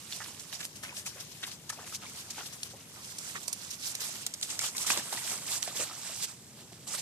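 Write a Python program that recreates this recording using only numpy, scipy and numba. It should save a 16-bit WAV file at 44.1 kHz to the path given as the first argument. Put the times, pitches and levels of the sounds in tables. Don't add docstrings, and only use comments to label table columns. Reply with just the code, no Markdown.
import sys
import numpy as np
from scipy import signal
from scipy.fft import rfft, irfft
from scipy.io import wavfile
from scipy.ndimage import uniform_filter1d, map_coordinates
from numba import njit

SR = 44100
rng = np.random.default_rng(int(sys.argv[2]) if len(sys.argv) > 2 else 0)


def volts(x):
    e = np.asarray(x, float) / 20
    return 10 ** e


def unload_wav(signal):
    wavfile.write(
        sys.argv[1],
        SR,
        np.round(np.clip(np.atleast_2d(signal).T, -1, 1) * 32767).astype(np.int16),
    )


N = 309558
TIME = np.arange(N) / SR


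def colour(table, hz):
    table_hz, level_db = np.transpose(table)
    return np.interp(np.log(np.maximum(hz, 1)), np.log(table_hz), level_db)


def walk(rate_hz):
    hold = int(SR / rate_hz)
    steps = np.repeat(rng.standard_normal(N // hold + 1), hold)
    return uniform_filter1d(uniform_filter1d(steps, hold), hold)[:N]


@njit
def ring(start, hz, t60_s, glide, size, n, rise_cycles):
    out = np.zeros(n)
    for k in range(len(start)):
        steps = max(int(t60_s[k] * SR), 1)
        w = 2 * np.pi * hz[k] / SR
        z = size[k] + 0j
        spin = np.exp(1j * w - np.log(1000.) / steps)
        climb = np.exp(1j * w * glide / steps)
        unrisen = 1.
        rise = np.exp(-w / (2 * np.pi * rise_cycles))
        for i in range(start[k], min(start[k] + steps, n)):
            z *= spin
            spin *= climb
            unrisen *= rise
            out[i] += z.imag * (1 - unrisen)
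    return out


# start_s, left_lag_samples, left_minus_right_db
BEARING = [(0, -1.5, -4), (.55, -2.5, -4.5), (.7, -10.5, 2.5), (1.2, -4, 3.5), (1.7, -5.5, 3.5),
           (2.2, 6.5, -0.5), (2.6, -11, 4), (3, 9.5, -1.5), (3.5, 9.5, -5.5), (4.2, 6.5, -2.5),
           (4.6, 5.5, -1), (5.5, 2.5, -2.5), (6.2, 2, -3.5), (6.6, 2.5, -0.5), (7.02, 1, -4.5)]


def bearing():
    start_s, *columns = np.transpose(BEARING)
    return [np.interp(TIME, start_s, c) for c in columns]


# freq_hz, density_db_per_hz
RUMBLE = [(18, -49), (30, -29), (86, 3), (157, 5.5), (204, 3), (248, 0.5), (630, -10), (767, -15),
          (1500, -23), (1950, -49), (3300, -120)]
RUMBLE_DB, HISS_DB = -56.5, -59
HUM_HZ, HUM_DB = 119.4, -68


def rumble():
    hz = np.arange(N // 2 + 1) * SR / N
    mid, side = irfft(rfft(rng.standard_normal((2, N))) * volts(colour(RUMBLE, hz)), N)
    gain = volts(RUMBLE_DB + 0.11 * walk(1.14) + 1.16 * walk(8.7)) / np.std(mid)
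    roar = gain * (mid + 0.36 * side * np.array([[1], [-1]])) * volts([[.7], [-.7]])
    hum = volts(HUM_DB + 3 * walk(6)) * np.sin(2 * np.pi * HUM_HZ * TIME)
    hiss = volts(HISS_DB) * rng.standard_normal((2, N))
    return roar + hum + hiss


PLOP_GLIDE = .12
PLOP_PAN_DB, PLOP_PAN_SHARE = -1.5, .3
# start_s, peak_db, pitch_hz
GLUGS = [(5.677, -18.5, 680), (5.799, -24, 620), (5.805, -26, 500), (5.82, -27, 560), (5.83, -29, 520),
         (5.755, -32, 420), (5.696, -31, 680), (5.711, -31, 1200), (5.73, -35, 950), (5.51, -31, 800),
         (5.527, -32, 1000), (5.663, -33, 1700), (5.824, -30, 1350), (5.934, -32, 1300), (4.92, -27, 950),
         (4.934, -27, 1050), (4.962, -27, 1100), (4.987, -27, 1000), (4.994, -29, 620), (5.006, -30, 800),
         (5.148, -29, 1000), (5.178, -31, 1150), (5.022, -33, 1150), (3.353, -31, 1150), (3.377, -33, 1400),
         (3.66, -37, 1100), (.283, -37, 950), (6.204, -34, 1180), (3.99, -36, 590), (3.834, -38, 1430),
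         (6.985, -32, 1890), (5.443, -37, 1330)]
GLUG_RING_S = .022


def glugs():
    start_s, peak_db, hz = np.transpose(GLUGS)
    start = (start_s * SR).astype(np.int64)
    lag, pan_db = (c[start] for c in bearing())
    t60_s = GLUG_RING_S + 0 * hz

    def port(side, late):
        size = volts(peak_db - 8.5 + side * PLOP_PAN_SHARE * pan_db)
        return ring(start + late, hz, t60_s, PLOP_GLIDE, size, N, .2)

    return np.array([port(.5, lag.astype(np.int64)), port(-.5, 0)])


# start_s, peak_db, pitch_hz
CAVITIES = [(.13, -24, 3470), (.203, -39, 1410), (.206, -32, 1900), (.532, -28, 3720), (.605, -29, 1680),
            (.836, -23.5, 1760), (0.836, -29, 1280), (1.063, -25, 2480), (1.065, -31.5, 1300),
            (1.43, -30, 1850), (1.437, -24, 3210), (1.438, -19.5, 3640), (1.438, -29, 2660),
            (1.7, -22.5, 1710), (1.702, -25.5, 1250), (2.065, -30, 2260), (2.382, -29, 840),
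            (2.409, -29, 1376), (3.361, -40, 1330), (3.362, -22, 1780), (3.364, -42, 2230),
            (3.481, -31, 976),
            (4.426, -33, 2430), (4.601, -23, 2200), (4.616, -30, 1330), (4.642, -28, 1240), (4.9, -36, 1110),
         (4.902, -39, 765), (4.903, -12, 2470), (4.974, -25, 597), (5.125, -29, 710), (5.128, -31, 3770),
         (5.14, -35, 675), (5.175, -24, 1890), (5.318, -28, 2720), (5.321, -29, 2180), (5.688, -34, 680),
         (5.769, -27, 3400), (5.77, -28, 3700), (5.801, -27, 2670), (5.812, -36, 900), (6.938, -29, 1260)]
# start_s, peak_db, pitch_hz
DRIPS = [(.925, -32, 954), (1.16, -36.5, 570), (1.727, -36, 875), (1.788, -37, 1210), (1.925, -31.5, 1280),
         (2.035, -34.5, 1250), (2.745, -37, 540), (4.749, -35, 1010), (4.846, -28.5, 1250),
         (5.911, -29.5, 1280), (6.096, -32, 640), (2.97, -40.5, 910), (6.718, -39, 670), (.398, -33, 5500),
         (.848, -31, 1500), (.855, -44, 900), (.893, -26, 2480), (1.775, -38, 2500), (1.83, -41, 1720),
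         (1.84, -38, 710), (1.87, -44, 1300), (5.22, -32, 1900), (5.86, -36, 800), (5.155, -32, 950)]
CAVITY_RING_S, DRIP_RING_S = 0.032, 0.04
SATELLITE_DB, SATELLITE_S, SATELLITE_OCTAVES, SATELLITE_RING = -9.5, .014, 0.397, 0.57


def plops(count=4):
    cavities = CAVITIES
    start_s, peak_db, hz = np.transpose([*cavities, *DRIPS])[:, :, None]
    events = len(start_s)
    shed = np.arange(count) > 0
    parent_s = np.where(np.arange(events) < len(cavities), CAVITY_RING_S, DRIP_RING_S)
    t60_s = np.outer(parent_s, np.where(shed, SATELLITE_RING, 1.)).ravel()
    when, pitch, big = rng.standard_normal((events, 3, count)).transpose(1, 0, 2) * shed
    start = ((start_s + np.abs(when) * SATELLITE_S) * SR).astype(np.int64).ravel()
    hz = (hz * 2 ** (SATELLITE_OCTAVES * pitch)).ravel()
    peak_db = (peak_db + SATELLITE_DB * shed + 2.7 * big).ravel()
    lag, pan_db = (c[start] for c in bearing())
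    pan_db = PLOP_PAN_DB + PLOP_PAN_SHARE * pan_db

    def port(side, late):
        return ring(start + late, hz, t60_s, PLOP_GLIDE, volts(peak_db - 8.5 + side * pan_db), N, .2)

    return np.array([port(0.7, lag.astype(np.int64)), port(-0.45, 0)])


# start_s, peak_db,
# centre_hz, length_ms
SLAPS = [(0.1245, -21.5, 4050, .8), (.652, -23.5, 6750, 1.7), (0.7588, -40, 7700, 7.3),
         (.8353, -33, 6650, 4.2), (1.06, -37, 6550, 13), (1.204, -35, 6530, 6.9), (1.4327, -29, 5100, 2.6),
         (1.5165, -30, 6000, 1.3), (1.694, -30, 5630, 3.9), (1.8149, -35, 9000, .8), (2.307, -31, 7200, 3),
         (2.6324, -23, 7140, 3.6), (3.186, -24.5, 7440, 3.3), (3.4811, -21, 7600, 3.5),
         (3.529, -20, 8700, 5.7), (3.7117, -25, 6900, 1.2), (3.9524, -22, 7440, 4.3),
         (4.0068, -23, 6900, 1.5), (4.2654, -17.5, 7800, 3.1), (4.3389, -24, 7000, 5),
         (4.413, -20, 6170, .7), (4.429, -18, 5800, 3.8), (4.503, -24, 5900, 4.2),
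         (4.592, -17.5, 6200, 2.8), (4.6122, -25, 6900, 5), (4.769, -18, 8100, .58),
         (4.7815, -19, 6600, 2.1), (4.9748, -18.5, 6050, 1.7), (5.628, -16.5, 6350, .9),
         (6.8765, -32, 7500, 2.6),
         (.204, -32.5, 1400, 4.9), (.216, -34, 1610, 10.8), (.835, -38.5, 1640, 13),
             (1.4332, -31, 2550, 13), (2.382, -32, 1240, 3), (2.393, -40, 2480, 14),
             (3.3536, -31.5, 1900, 8.1), (4.902, -19, 1500, 3.14), (4.973, -28.5, 750, 6.6),
             (5.127, -28, 870, 2), (5.797, -37, 704, 15.2), (0.97, -33, 3000, 1.4), (3.298, -34, 2500, 3),
             (4.867, -23, 6500, 2), (0.63, -33, 4000, 7), (.606, -33, 4000, 7), (4.617, -28, 1760, 1.6),
             (1.79, -42, 1110, 32), (6.724, -41, 420, 5.1), (0.527, -32, 3300, 3), (.968, -32, 5500, 4.9),
             (6.226, -31, 4500, 2.9), (2.74, -42, 650, 12), (2.97, -44, 1200, 25), (5.78, -42, 310, 25),
         (.1315, -31, 4000, 1.5), (.2414, -36, 5400, 2), (.397, -36, 6500, 4), (.5935, -36, 5400, 2),
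         (1.7025, -30, 8000, 2), (1.949, -30, 5800, 2.5), (2.389, -33, 4700, 2), (3.3657, -29, 4200, 1.2),
         (3.734, -32, 5000, 1.2), (3.649, -34, 5000, 1), (4.02, -27, 6500, 2), (4.878, -28, 1900, 2),
         (4.89, -25, 2600, 1.5), (4.805, -34, 2500, 1.5), (5.126, -30, 5000, 2), (5.276, -29, 3000, 1.5),
         (5.4667, -33, 4500, 2), (5.4802, -28, 4900, 2), (5.517, -29, 5000, 1.5), (5.528, -28, 5000, 1.5),
         (5.575, -31, 5000, 1.5), (5.6763, -30, 3500, 1.5), (5.756, -31, 7500, 2), (5.771, -25, 4500, 1.2),
         (5.794, -27, 5000, 1.5), (6.7314, -40, 3700, 1.5), (6.951, -24, 4500, .8), (6.9888, -27, 7300, 2),
         (6.908, -36, 1800, 1.5), (4.2645, -36, 1400, 3), (3.482, -38, 700, 2), (.26, -38, 1800, 2),
         (.203, -36, 700, 1), (4.591, -32, 2000, 2), (4.639, -33, 1200, 4), (2.301, -33, 6500, 1),
         (1.073, -29, 4500, 1), (.893, -35, 3000, 1.5), (1.694, -29, 5000, .7), (2.382, -29, 1200, .8),
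         (5.127, -26, 1000, 1), (.203, -30, 1400, .8), (4.903, -35, 330, 8), (4.975, -35, 330, 10),
         (5.6285, -20, 5000, .8), (.652, -24, 5500, .6), (4.413, -22, 8000, .5), (5.32, -40, 650, 20),
         (4.592, -24, 10000, 2), (4.768, -25, 9500, 3)]
SLAP_PAN_DB, SLAP_PAN_SHARE = 0, 0.54


def slaps(count=60):
    start_s, peak_db, hz, ms = np.transpose(SLAPS)[:, :, None]
    draws = rng.standard_normal((len(start_s), 5, count)).transpose(1, 0, 2)
    when, pitch, common, left, right = draws
    delay_s = (np.abs(when) - .25 * np.abs(common)) * ms / 1000
    start = ((start_s + delay_s) * SR).astype(np.int64)
    lag, pan_db = (c[start] for c in bearing())
    pan_db = SLAP_PAN_DB + SLAP_PAN_SHARE * pan_db
    pitch_hz = np.clip(hz * 2 ** (.45 * pitch), 200, 14000).ravel()
    size = np.sqrt(ms * hz / 70000) * np.sign(common) * np.exp(-.5 * np.abs(when))

    def port(side, late, own):
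        port_size = size * (1 + 0.62 * own) * volts(peak_db - .5 + side * pan_db)
        return ring((start + late).ravel(), pitch_hz, 13. / pitch_hz, 0.19, port_size.ravel(), N, 0.35)

    return np.array([port(0.53, lag.astype(np.int64), left), port(-0.53, 0, right)])


def grains(table, count, cycles, scatter_db, glide, tilt_db, patch_db):
    when, pitch, big, sign = rng.random((count, 4)).T
    start = (when * N).astype(np.int64)
    low_hz, mid_hz, high_hz = table[0][0], table[len(table) // 2][0], table[-1][0]
    hz = low_hz * (high_hz / low_hz) ** pitch
    octave = np.log2(hz / mid_hz)
    rows, columns = patch_db.shape
    clump_db = map_coordinates(patch_db, [pitch * (rows - 0.5), when * (columns - 0.5)], order=1)
    size_db = colour(table, hz) - scatter_db * np.log(1 - big) + octave * tilt_db[start] + clump_db
    size = hz * volts(size_db) * np.sign(sign - .5)
    out = ring(start, hz, cycles / hz, 1. 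* glide, size, N, 0.35)
    return out / np.sqrt(uniform_filter1d(out ** 2, SR // 30))


def ports(shower, lag, share):
    common = shower()
    late = map_coordinates(common, [np.arange(N) - lag], order=3, mode="nearest")
    share = np.clip(share, 0, 1)
    return np.sqrt(share) * np.array([late, common]) + np.sqrt(1 - share) * np.array([shower(), shower()])


# start_s, spray_db, fall_ms, slosh_minus_spray_db
STAMPS = [(.395, -45, 20, -23), (.759, -45, 30, -9), (0.835, -48.5, 82, 2.5), (1.072, -40, 35, -12),
          (1.203, -43, 31, -14), (1.317, -46, 24, -25), (1.469, -41.5, 42, -8), (1.515, -41.5, 35, -13),
          (1.867, -46, 100, -12), (2.306, -35, 14, -22), (2.528, -46.5, 38, -7), (2.704, -48, 27, -9),
          (3.187, -42, 40, -29), (3.432, -44, 15, -15), (3.48, -39, 23, -38), (3.617, -46.5, 160, -8.5),
          (4.007, -35, 114, -14), (4.384, -52, 160, -22), (4.429, -37.5, 40, -14), (4.503, -37.5, 66, -8),
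          (4.751, -46, 14, 2), (4.767, -36.5, 64, -14.5), (5.128, -38, 44, -2.5), (5.628, -36, 40, -31),
          (5.676, -40.5, 29, -3), (5.796, -35, 50, -6.5), (6.062, -42, 79, -7.5), (6.72, -54.5, 70, -5.5),
          (6.875, -38, 35, -15), (.527, -40.5, 20, -8), (4.266, -34, 10, -25), (4.34, -40, 8, -25),
          (4.868, -31, 25, -12), (5.467, -41, 12, -12), (3.529, -38, 10, -30)]
# start_s, spray_db, fall_ms, slosh_minus_spray_db
SWEEPS = [(.13, -41, 40, -27), (.545, -40.5, 28, -9), (0.609, -40.5, 20, -2.5), (.647, -39, 18, -13),
          (0.981, -39.5, 34, -12), (1.438, -42, 21, -4.5), (1.701, -33, 7.4, -16), (1.732, -44.5, 16, -12),
          (1.951, -34.5, 15, -30), (2.395, -42.5, 36, -1.5), (2.464, -39.5, 13, -17), (2.795, -53, 50, -4),
          (2.897, -54, 14, -21), (3.052, -44, 26, -15), (3.28, -42.5, 62, -9), (3.366, -43.5, 21, 1),
          (3.713, -35.5, 9, -22.4), (3.738, -42, 20, -15), (3.874, -35.5, 67, -16), (4.158, -41, 14, -9),
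          (4.645, -31.5, 46, -11), (4.824, -34.5, 25, -10.5), (4.912, -26.5, 34, -12), (5.295, -35, 65, -9),
          (5.768, -35, 20, -10.5), (6.6, -53, 41, -3), (6.988, -37, 26, -10), (.245, -43, 7.9, -6),
          (5.49, -41.5, 25, -4), (6.29, -46, 55, -8), (1.066, -36, 12, -14), (.84, -42, 12, -8),
          (1.93, -44, 18, -8), (2.03, -49, 30, -2), (1.19, -56, 40, 6), (4.495, -41, 22, -8),
          (4.23, -46, 40, -18), (5.37, -41, 22, -12), (5.785, -38, 15, -12)]
# start_s, spray_db, rise_ms, slosh_minus_spray_db
PULLS = [(2.1, -49, 60, -8), (2.197, -43.5, 104, -10), (2.668, -47, 56, -8), (3.119, -41, 25, -13),
         (4.977, -37, 99, -2), (5.548, -32, 60, -14), (6.243, -31, 33, -15.5), (6.2, -38.5, 60, -17),
         (0.168, -42, 18, -20), (1.88, -56, 70, 5), (2.056, -54, 32, 6), (5.91, -58, 60, 8.5),
         (.29, -52.5, 45, 1), (4.17, -54.5, 60, -11), (6.951, -35, 45, -8.5), (4.999, -41, 20, -5),
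         (5.58, -37, 30, -13), (5.836, -35.5, 30, -12), (5.345, -38, 40, -12)]
TOUCH_MS, STAMP_RISE, SWEEP_RISE, PULL_FALL = 1.8, .08, 0.83, 0.37


def strikes():
    stamps = [(s, db, TOUCH_MS + STAMP_RISE * ms, ms, rel) for s, db, ms, rel in STAMPS]
    sweeps = [(s, db, SWEEP_RISE * ms, ms, rel) for s, db, ms, rel in SWEEPS]
    pulls = [(s, db, ms, PULL_FALL * ms, rel) for s, db, ms, rel in PULLS]
    return stamps + sweeps + pulls


# start_s, spray_db
RAIN = [(0, -50), (.22, -46.5), (.7, -53), (1.4, -50), (1.62, -55), (1.8, -50), (2.05, -55), (2.4, -45.5),
        (2.8, -56.5), (3.0, -48.5), (3.45, -47.5), (3.8, -52), (4.05, -43), (4.4, -51.5), (5.2, -40),
        (5.42, -45.5), (6.1, -44.5), (6.32, -56)]
RAIN_SLOSH_DB = -7


def swell(slosh, pan_share, steep):
    power = volts(2 * (np.interp(TIME, *np.transpose(RAIN)) + slosh * RAIN_SLOSH_DB))
    for start_s, spray_db, rise_ms, fall_ms, slosh_db in strikes():
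        first = max(int((start_s - .003 * rise_ms) * SR), 0)
        part = slice(first, int((start_s + .003 * fall_ms) * SR))
        after_s = TIME[part] - start_s
        reach = np.abs(after_s / np.where(after_s < 0, rise_ms, fall_ms) * 1000)
        power[part] += volts(2 * (spray_db + slosh * slosh_db)) * np.exp(-2 * reach ** steep)
    return np.sqrt(power) * volts(np.array([[.5], [-.5]]) * pan_share * bearing()[1])


# freq_hz, density_db_per_hz
DROPLETS = [(1800, -18), (2600, -7.5), (3600, -4.5), (5500, 1), (8000, -1), (10500, -7.5), (14000, -11)]
# freq_hz, density_db_per_hz
BUBBLES = [(220, -8), (450, -10.5), (640, -3), (1000, -1.5), (1500, -2.5), (2200, -2), (3800, -2)]
SPRAY_TILT_DB, SLOSH_TILT_DB = 0.82, -0.43
GURGLE_DB = -7.5
COMMON_NEAR, COMMON_FAR, FAR_S = 0.14, 0.34, 5.3


def water():
    lag = bearing()[0]
    share = np.where(TIME < FAR_S, COMMON_NEAR, COMMON_FAR)
    even = np.ones(N)
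    fine, coarse = rng.standard_normal((2, 8, 280))

    def droplets():
        return grains(DROPLETS, count=50000, cycles=14.3, scatter_db=0.33, glide=0.19,
                      tilt_db=SPRAY_TILT_DB * even, patch_db=3.0 * fine)

    def bubbles():
        return grains(BUBBLES, count=8000, cycles=15.4, scatter_db=2.5, glide=0.38,
                      tilt_db=SLOSH_TILT_DB * even, patch_db=2.8 * coarse)

    def large_bubbles():
        return grains(BUBBLES, count=1400, cycles=25.0, scatter_db=3.5, glide=0.15,
                      tilt_db=0 * even, patch_db=4.8 * coarse)

    spray = ports(droplets, lag, share)
    slosh = 0.92 * ports(bubbles, lag, share + 0.2)
    slosh = slosh + volts(GURGLE_DB) * ports(large_bubbles, lag, share + 0.47)
    spray_level = swell(0, 1, steep=1.7) * volts(1.33 * walk(55))
    slosh_level = swell(1, .3, steep=1.5) * volts(0.83 * walk(35))
    return spray * spray_level + slosh * slosh_level


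def scene():
    return rumble() + glugs() + plops() + slaps() + water()


def top_cut(x):
    return signal.sosfilt(signal.butter(12, 14730, fs=SR, output="sos"), x)


PORT_HZ, PORT_WIDTH_HZ, PORT_DB = 7970, 1040, 5.5
FACING_S, FACING_DB = (4.0, 4.9), 4
TOP_HZ = 13900


def record(dry):
    hz = np.arange(N // 2 + 1) * SR / N
    left, right = rfft(dry)
    mid = (left + right) / 2
    side = (left - right) / 2 * (0.54 + 0.46 * hz ** 2 / (hz ** 2 + 800 ** 2))
    peak = np.exp(-((hz - PORT_HZ) / PORT_WIDTH_HZ) ** 2)
    bump = (peak + 0.013) * (hz > 3000) - 0.13 * (hz < 400)
    port_gain = volts(PORT_DB * bump * np.array([[-.3], [.7]]))
    x = irfft((mid + side * np.array([[1], [-1]])) * port_gain, N)
    cavity = irfft(rfft(x) * peak, N)
    facing_db = np.interp(TIME, FACING_S, (-.4 * FACING_DB, 0.46 * FACING_DB))
    x = x + (volts(facing_db) - 1) * cavity
    x = signal.sosfilt(signal.butter(2, 50, "high", fs=SR, output="sos"), x)
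    x = signal.sosfilt(signal.ellip(8, .2, 63, TOP_HZ, fs=SR, output="sos"), x)
    return top_cut(x)


dry = scene()
out = record(dry)
unload_wav(out)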